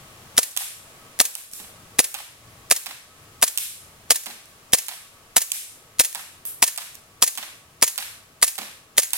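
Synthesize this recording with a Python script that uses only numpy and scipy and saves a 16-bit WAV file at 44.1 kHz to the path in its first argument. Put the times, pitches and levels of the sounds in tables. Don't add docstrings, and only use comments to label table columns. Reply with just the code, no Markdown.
import sys
import numpy as np
from scipy import signal
from scipy.fft import rfft, irfft, next_fast_len
from scipy.io import wavfile

SR = 44100
rng = np.random.default_rng(int(sys.argv[2]) if len(sys.argv) > 2 else 0)


def master(y):
    cut = np.clip(np.atleast_2d(y).T, -1, 1)
    pcm = np.round(cut * 32767)
    wavfile.write(sys.argv[1], SR, pcm.astype(np.int16))


N = 404397
FFT_SIZE = next_fast_len(N + SR, real=True)
HZ = np.maximum(np.arange(FFT_SIZE // 2 + 1) * SR / FFT_SIZE, 1)

# start in seconds, trigger click in dB.
SHOT_CUES = [(0.3793, -19), (1.2017, -13), (1.9910, -44), (2.7120, -19), (3.4270, -21), (4.1064, -37),
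             (4.7339, -23), (5.3660, -45), (5.9970, -25), (6.6259, -45), (7.2246, -32.5), (7.8259, -26),
             (8.4274, -23), (8.9806, -24)]
# start in seconds, crack in dB, board thud in dB.
PELLET_HITS = [(0.5648, -6, -17), (0.574, 1.5, -42), (1.3524, -7, -29), (1.594, -34, -35.5),
               (2.1423, -8, -16.5), (2.86, -12.5, -17.5), (3.5754, 0.5, -34), (3.584, -5.5, -46),
               (4.2593, -17, -20.5), (4.8837, -10, -20.5), (5.5184, -1.5, -34), (6.1488, -14, -22),
               (6.7765, -12.5, -22), (7.375, -14.5, -21), (7.9786, -10.5, -20), (8.5803, -17, -20.5),
               (9.1332, -2, -22.5)]
# start in seconds, level in dB, ring in Hz, relative echo in dB.
STRAY_PELLETS = [(1.3764, -35, 9000, -14), (1.5137, -30, 9800, 12.5), (1.535, -19, 10500, 2),
                 (4.4568, -40, 9000, -2), (6.4529, -25, 13900, 4.5), (6.946, -37, 11100, -12),
                 (6.953, -31, 11000, -13), (8.0006, -22, 9000, -22)]
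# time in seconds, level in dB.
BREEZE_LEVELS = [(0, -51), (1.1, -62.5), (1.9, -57.5), (3.3, -57), (5.3, -65), (9.1, -61.5)]
# frequency in Hz, seconds to fall by 60 dB.
ECHO_DECAY = [(100, 0.32), (500, 0.41), (2000, 0.44), (6000, 0.45), (10000, 0.45), (16000, 0.23)]
# frequency in Hz, gain in dB.
LEFT_MIC_RESPONSE = [(30, 0.8), (500, 3.75), (2000, 1), (4000, -0.46), (10000, 1.5), (12500, -0.5),
                     (14500, -6), (16000, -6)]

# frequency in Hz, relative level in dB.
MOTOR_TONE = [(20, -28), (50, -24), (100, -6.5), (135, -8.5), (190, -6), (400, -7), (650, -6.5), (900, -9),
              (1500, -10), (3000, -11), (16000, -56)]
AIR_TONE = [(20, 9), (500, -6), (2000, 1), (4000, 0.5), (9000, -0.5), (12000, -2), (16000, -4.5)]
WIND_TONE = [(20, -26), (50, -6), (100, 4), (150, -1.5), (220, -11.5), (600, -31.5), (16000, -77)]
WALL_TONE = [(30, -24), (200, -9), (500, -5), (900, -6), (1800, 3), (4000, 0), (7000, -0.5), (11000, 1.5),
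             (13000, 3.5), (16000, 4)]
CRACK_TONE = [(30, -40), (500, -30), (2000, -11), (2800, 2.5), (4800, -4), (7500, 1), (10000, 4.5),
              (13000, 3.5), (16000, -8)]
BOARD_TONE = [(30, -41), (300, -45), (550, -9.5), (750, 1), (1050, 0), (1400, -3), (2200, -0.5), (4000, 0),
              (8000, -11), (16000, -18.5)]
STAND_TONE = [(30, -17), (130, -35), (200, -1), (290, -7.5), (500, -11), (1200, -13), (16000, -72)]
METAL_TONE = [(30, -40), (200, -35.5), (500, -16.5), (1400, -22), (1800, -8), (3200, -6.5), (5000, -2.5),
              (8000, -0.5), (11000, 3), (13500, -4), (16000, -1.5)]
JET_TONE = [(30, -24), (300, -19.5), (700, -7), (1400, -7), (2200, -2), (3800, -3), (6500, -4), (9500, 2),
            (12000, 0), (16000, -2.5)]
POP_TONE = [(30, -13.5), (100, -13.5), (300, 1.5), (1100, -3), (2500, -2), (6000, 1), (16000, -32.5)]
LAWN_TONE = [(30, -16), (150, -8.5), (300, -6), (500, 5.5), (720, 0.5), (900, -7), (1250, -0.5),
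             (2000, -20.5), (4000, -30), (16000, -25)]

# centre in Hz, width in Hz, boost in dB.
MOTOR_WHINE = [(458, 8.8, 7.5), (640, 24, 5.3), (1135, 55, 10.9), (1279, 20, 13.7)]
BOARD_RESONANCES = [(824, 140, 1.7)]
SLIDE_RESONANCES = [(980, 190, 5), (1760, 140, 4.5), (2590, 130, 2.5), (6580, 560, 3), (11000, 250, 5),
                    (13560, 210, 14)]
BARREL_RESONANCES = [(2050, 210, 4.1), (3770, 360, 5.9), (4580, 230, 6.7), (9200, 1500, 1.6)]


def from_db(db):
    return 10 ** (np.asarray(db) / 20)


def samples(ms):
    return np.asarray(ms) * SR / 1000


def at_hz(points, hz):
    frequencies, values = np.transpose(points)
    return np.interp(np.log(hz), np.log(frequencies), values)


def smooth(x, ms):
    pole = np.exp(-1 / samples(ms))
    return signal.lfilter([1 - pole], [1, -pole], x)


def colour(x, spectrum, modes=()):
    peaks_db = sum(db / (1 + (2 * (HZ - hz) / width) ** 2) for hz, width, db in modes)
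    gain = from_db(at_hz(spectrum, HZ) + peaks_db)
    gain /= np.sqrt(np.mean(gain ** 2))
    cepstrum = irfft(np.log(gain), FFT_SIZE)[:FFT_SIZE // 2]
    cepstrum[1:] *= 2
    return irfft(rfft(x, FFT_SIZE) * np.exp(rfft(cepstrum, FFT_SIZE)), FFT_SIZE)[..., :N]


def ringing(x, hz, width_hz):
    b, a = signal.iirpeak(hz, hz / width_hz, fs=SR)
    return signal.lfilter(b, a, x) * np.sqrt(SR / (np.pi * width_hz))


def spikes(times, height, after_ms=0):
    out = np.zeros(N)
    index = np.round(np.asarray(times) * SR + samples(after_ms)).astype(int)
    np.add.at(out, np.clip(index, 0, N - 1), height)
    return out


def pulses(times, db, after_ms=0):
    return spikes(times, from_db(db) * np.sqrt(samples(0.59)), after_ms)


def bursts(times, db, decay_ms, after_ms=0):
    onsets = spikes(times, from_db(db), after_ms) + 1e-18
    envelope = signal.lfilter([1], [1, -np.exp(-1 / samples(decay_ms))], onsets)
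    return envelope * rng.standard_normal(N)


def delayed(x, ms):
    return irfft(rfft(x, FFT_SIZE) * np.exp(-2j * np.pi * HZ / SR * samples(ms)), FFT_SIZE)[:N]


def placed(x, lag_ms, left_db):
    return np.array([delayed(x, lag_ms) * from_db(left_db / 2), x * from_db(-left_db / 2)])


def diffuse(count, mic_spacing_s=0.00029):
    alike = np.sinc(2 * mic_spacing_s * np.arange(count // 2 + 1) * SR / count)
    mid, side = rfft(rng.standard_normal((2, count))) * np.sqrt([(1 + alike) / 2, (1 - alike) / 2])
    return irfft([mid + side, mid - side], count)


def distant_motor(start_db=-51, half_amplitude_s=6.7):
    t = np.arange(N) / SR
    level = from_db(start_db) / (1 + t / half_amplitude_s)
    return level * colour(diffuse(N), MOTOR_TONE, MOTOR_WHINE)


def open_air(start_db=-49.5, fade_db_per_s=0.84):
    t = np.arange(N) / SR
    return from_db(start_db - fade_db_per_s * t) * colour(diffuse(N), AIR_TONE)


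def breeze(gust_db=1.5, gust_hz=6.0):
    t = np.arange(N) / SR
    gusts = np.interp(t * gust_hz, np.arange(200), rng.standard_normal(200))
    level_db = np.interp(t, *np.transpose(BREEZE_LEVELS)) + gust_db * gusts
    return from_db(level_db) * colour(diffuse(N), WIND_TONE)


def wall_echoes(x, build_ms=9.8):
    source = rfft(colour(x, WALL_TONE), FFT_SIZE)
    noise = rfft(diffuse(FFT_SIZE))
    centres_hz = np.geomspace(130, 15000, 13)
    echoes = 0
    for hz, share in zip(centres_hz, np.eye(len(centres_hz))):
        band = np.sqrt(np.interp(np.log(HZ), np.log(centres_hz), share))
        power = irfft(source * band, FFT_SIZE)[:N] ** 2
        power = smooth(smooth(power, build_ms), build_ms)
        fall = 1e-6 ** (1 / (SR * at_hz(ECHO_DECAY, hz)))
        power = signal.lfilter([1 - fall], [1, -fall], power)
        echoes += np.sqrt(power / np.mean(band ** 2)) * irfft(noise * band, FFT_SIZE)[:, :N]
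    return echoes


def stray_ticks():
    direct, to_walls = 0, 0
    for start, db, hz, echo_db in STRAY_PELLETS:
        tick = bursts(start, db, decay_ms=1.8) + pulses(start, db - 4.5, after_ms=1)
        ping = ringing(tick, hz, width_hz=6000) + from_db(-9.5) * tick
        direct += ping
        to_walls += ping * from_db(echo_db)
    return direct, to_walls


def metal_ping(start_s=6.4545):
    ring = ringing(bursts(start_s, -28.5, decay_ms=60), hz=11400, width_hz=350)
    return ring + colour(pulses(start_s, -36), METAL_TONE)


def target(rebound_ms=6.2):
    times, crack_db, thud_db = np.transpose(PELLET_HITS)
    crack = pulses(times, crack_db + 0.58) + bursts(times, crack_db - 0.9, decay_ms=2.3)
    rebound = pulses(times, thud_db + 2.5, after_ms=rebound_ms)
    rebound += bursts(times, thud_db, decay_ms=4.3, after_ms=rebound_ms)
    thud = bursts(times, thud_db - 2.5, decay_ms=9.7)
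    thud += bursts(times, thud_db, decay_ms=7.7, after_ms=rebound_ms)
    for flap_ms in rng.uniform(22, 60, (len(times), 3)).T:
        thud += bursts(times, thud_db - 7.5, decay_ms=5.9, after_ms=flap_ms)
    softness_db = thud_db - crack_db
    boom = bursts(times, thud_db - 9.5 + 2.63 * softness_db, decay_ms=43, after_ms=rebound_ms)
    board = colour(thud, BOARD_TONE, BOARD_RESONANCES)
    return colour(crack + rebound, CRACK_TONE) + board + colour(boom, STAND_TONE)


def gas_supply(full_db=15, cooling_db_per_s=0.9749):
    times = np.transpose(SHOT_CUES)[0]
    lost_db = cooling_db_per_s * times
    return times, full_db - lost_db, lost_db


def slide_ring():
    times = np.transpose(SHOT_CUES)[0]
    return ringing(bursts(times, -26, decay_ms=55, after_ms=22), hz=6700, width_hz=110)


def mechanism():
    times, blast_db, lost_db = gas_supply()
    trigger_db = np.transpose(SHOT_CUES)[1]
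    reset_times = times + 0.13 + 0.006 * rng.standard_normal(len(times))
    trigger = bursts(times, trigger_db + 0.5, decay_ms=1.7, after_ms=-11.6)
    trigger += bursts(reset_times, -17, decay_ms=2.3)
    hammer = bursts(times, -33.5, decay_ms=3.7, after_ms=-6)
    hammer += bursts(times, -17, decay_ms=2.5, after_ms=-4)
    hiss = bursts(times, -14.5, decay_ms=14, after_ms=-4)
    vent = bursts(times, blast_db - 3, decay_ms=7.2, after_ms=2.6)
    vent += bursts(times, blast_db - 3, decay_ms=5.4, after_ms=8.2)
    travel_ms = 10 + 0.75 * lost_db
    stop_db, shut_db = 11.5 - 0.98 * lost_db, 2.65 - 0.86 * lost_db
    stop = bursts(times, stop_db, decay_ms=3.3, after_ms=travel_ms)
    stop += bursts(times, stop_db - 8, decay_ms=5.7, after_ms=travel_ms + 3.8)
    shut = bursts(times, shut_db, decay_ms=6.3, after_ms=51)
    shut += bursts(times, shut_db - 5.5, decay_ms=6.1, after_ms=54.5)
    rail_scrape = bursts(times, -11.5, decay_ms=23, after_ms=39.5)
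    clatter = trigger + hammer + hiss + vent + stop + rail_scrape + shut
    return colour(clatter, METAL_TONE, SLIDE_RESONANCES)


def muzzle_blast(open_ms=2.6, hand_ms=1.05, body_ms=4.15, lawn_ms=8.0):
    times, blast_db, lost_db = gas_supply()
    flow = from_db(blast_db)
    valve = np.cumsum(spikes(times, flow) - spikes(times, flow, after_ms=open_ms))
    jet = colour(valve * rng.standard_normal(N), JET_TONE, BARREL_RESONANCES)
    pop = colour(pulses(times, blast_db - 2 - 1.12 * lost_db), POP_TONE)
    blast = jet + pop + from_db(-7) * delayed(pop, hand_ms)
    off_body = from_db(-10) * delayed(pop, body_ms)
    off_body += colour(pulses(times, blast_db - 2.5, after_ms=body_ms), JET_TONE)
    off_lawn = from_db(-10) * colour(delayed(blast + off_body, lawn_ms), LAWN_TONE)
    return blast + off_body + off_lawn


def scene():
    pistol = muzzle_blast() + mechanism()
    spread = from_db(-10) * np.array([mechanism(), mechanism()])
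    ticks, ticks_to_walls = stray_ticks()
    hits = target()
    near = placed(pistol + slide_ring() + metal_ping(), lag_ms=0.033, left_db=-0.3) + spread
    far = placed(hits + ticks, lag_ms=0.13, left_db=-8)
    echoes = wall_echoes(from_db(-19) * pistol + from_db(-4.5) * hits + ticks_to_walls)
    return near + far + echoes + distant_motor() + open_air() + breeze()


def gain_control(x, threshold_db=-10, detector_ms=5.35, attack_ms=0.94, release_db_per_s=42):
    level_db = 10 * np.log10(smooth(np.mean(x ** 2, axis=0), detector_ms) + 1e-12)
    excess_db = np.maximum(level_db - threshold_db, 0)
    release_db = release_db_per_s * np.arange(N) / SR
    cut_db = np.maximum.accumulate(excess_db + release_db) - release_db
    return x * from_db(-smooth(cut_db, attack_ms))


def record(dry, ceiling=0.82, cutoff_hz=16100):
    left, right = np.clip(gain_control(dry), -ceiling, ceiling)
    left = irfft(rfft(left, FFT_SIZE) * from_db(at_hz(LEFT_MIC_RESPONSE, HZ)), FFT_SIZE)[:N]
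    top_cut = signal.ellip(10, 0.05, 60, cutoff_hz, fs=SR, output="sos")
    return signal.sosfiltfilt(top_cut, [left, right])


dry = scene()
out = record(dry)
master(out)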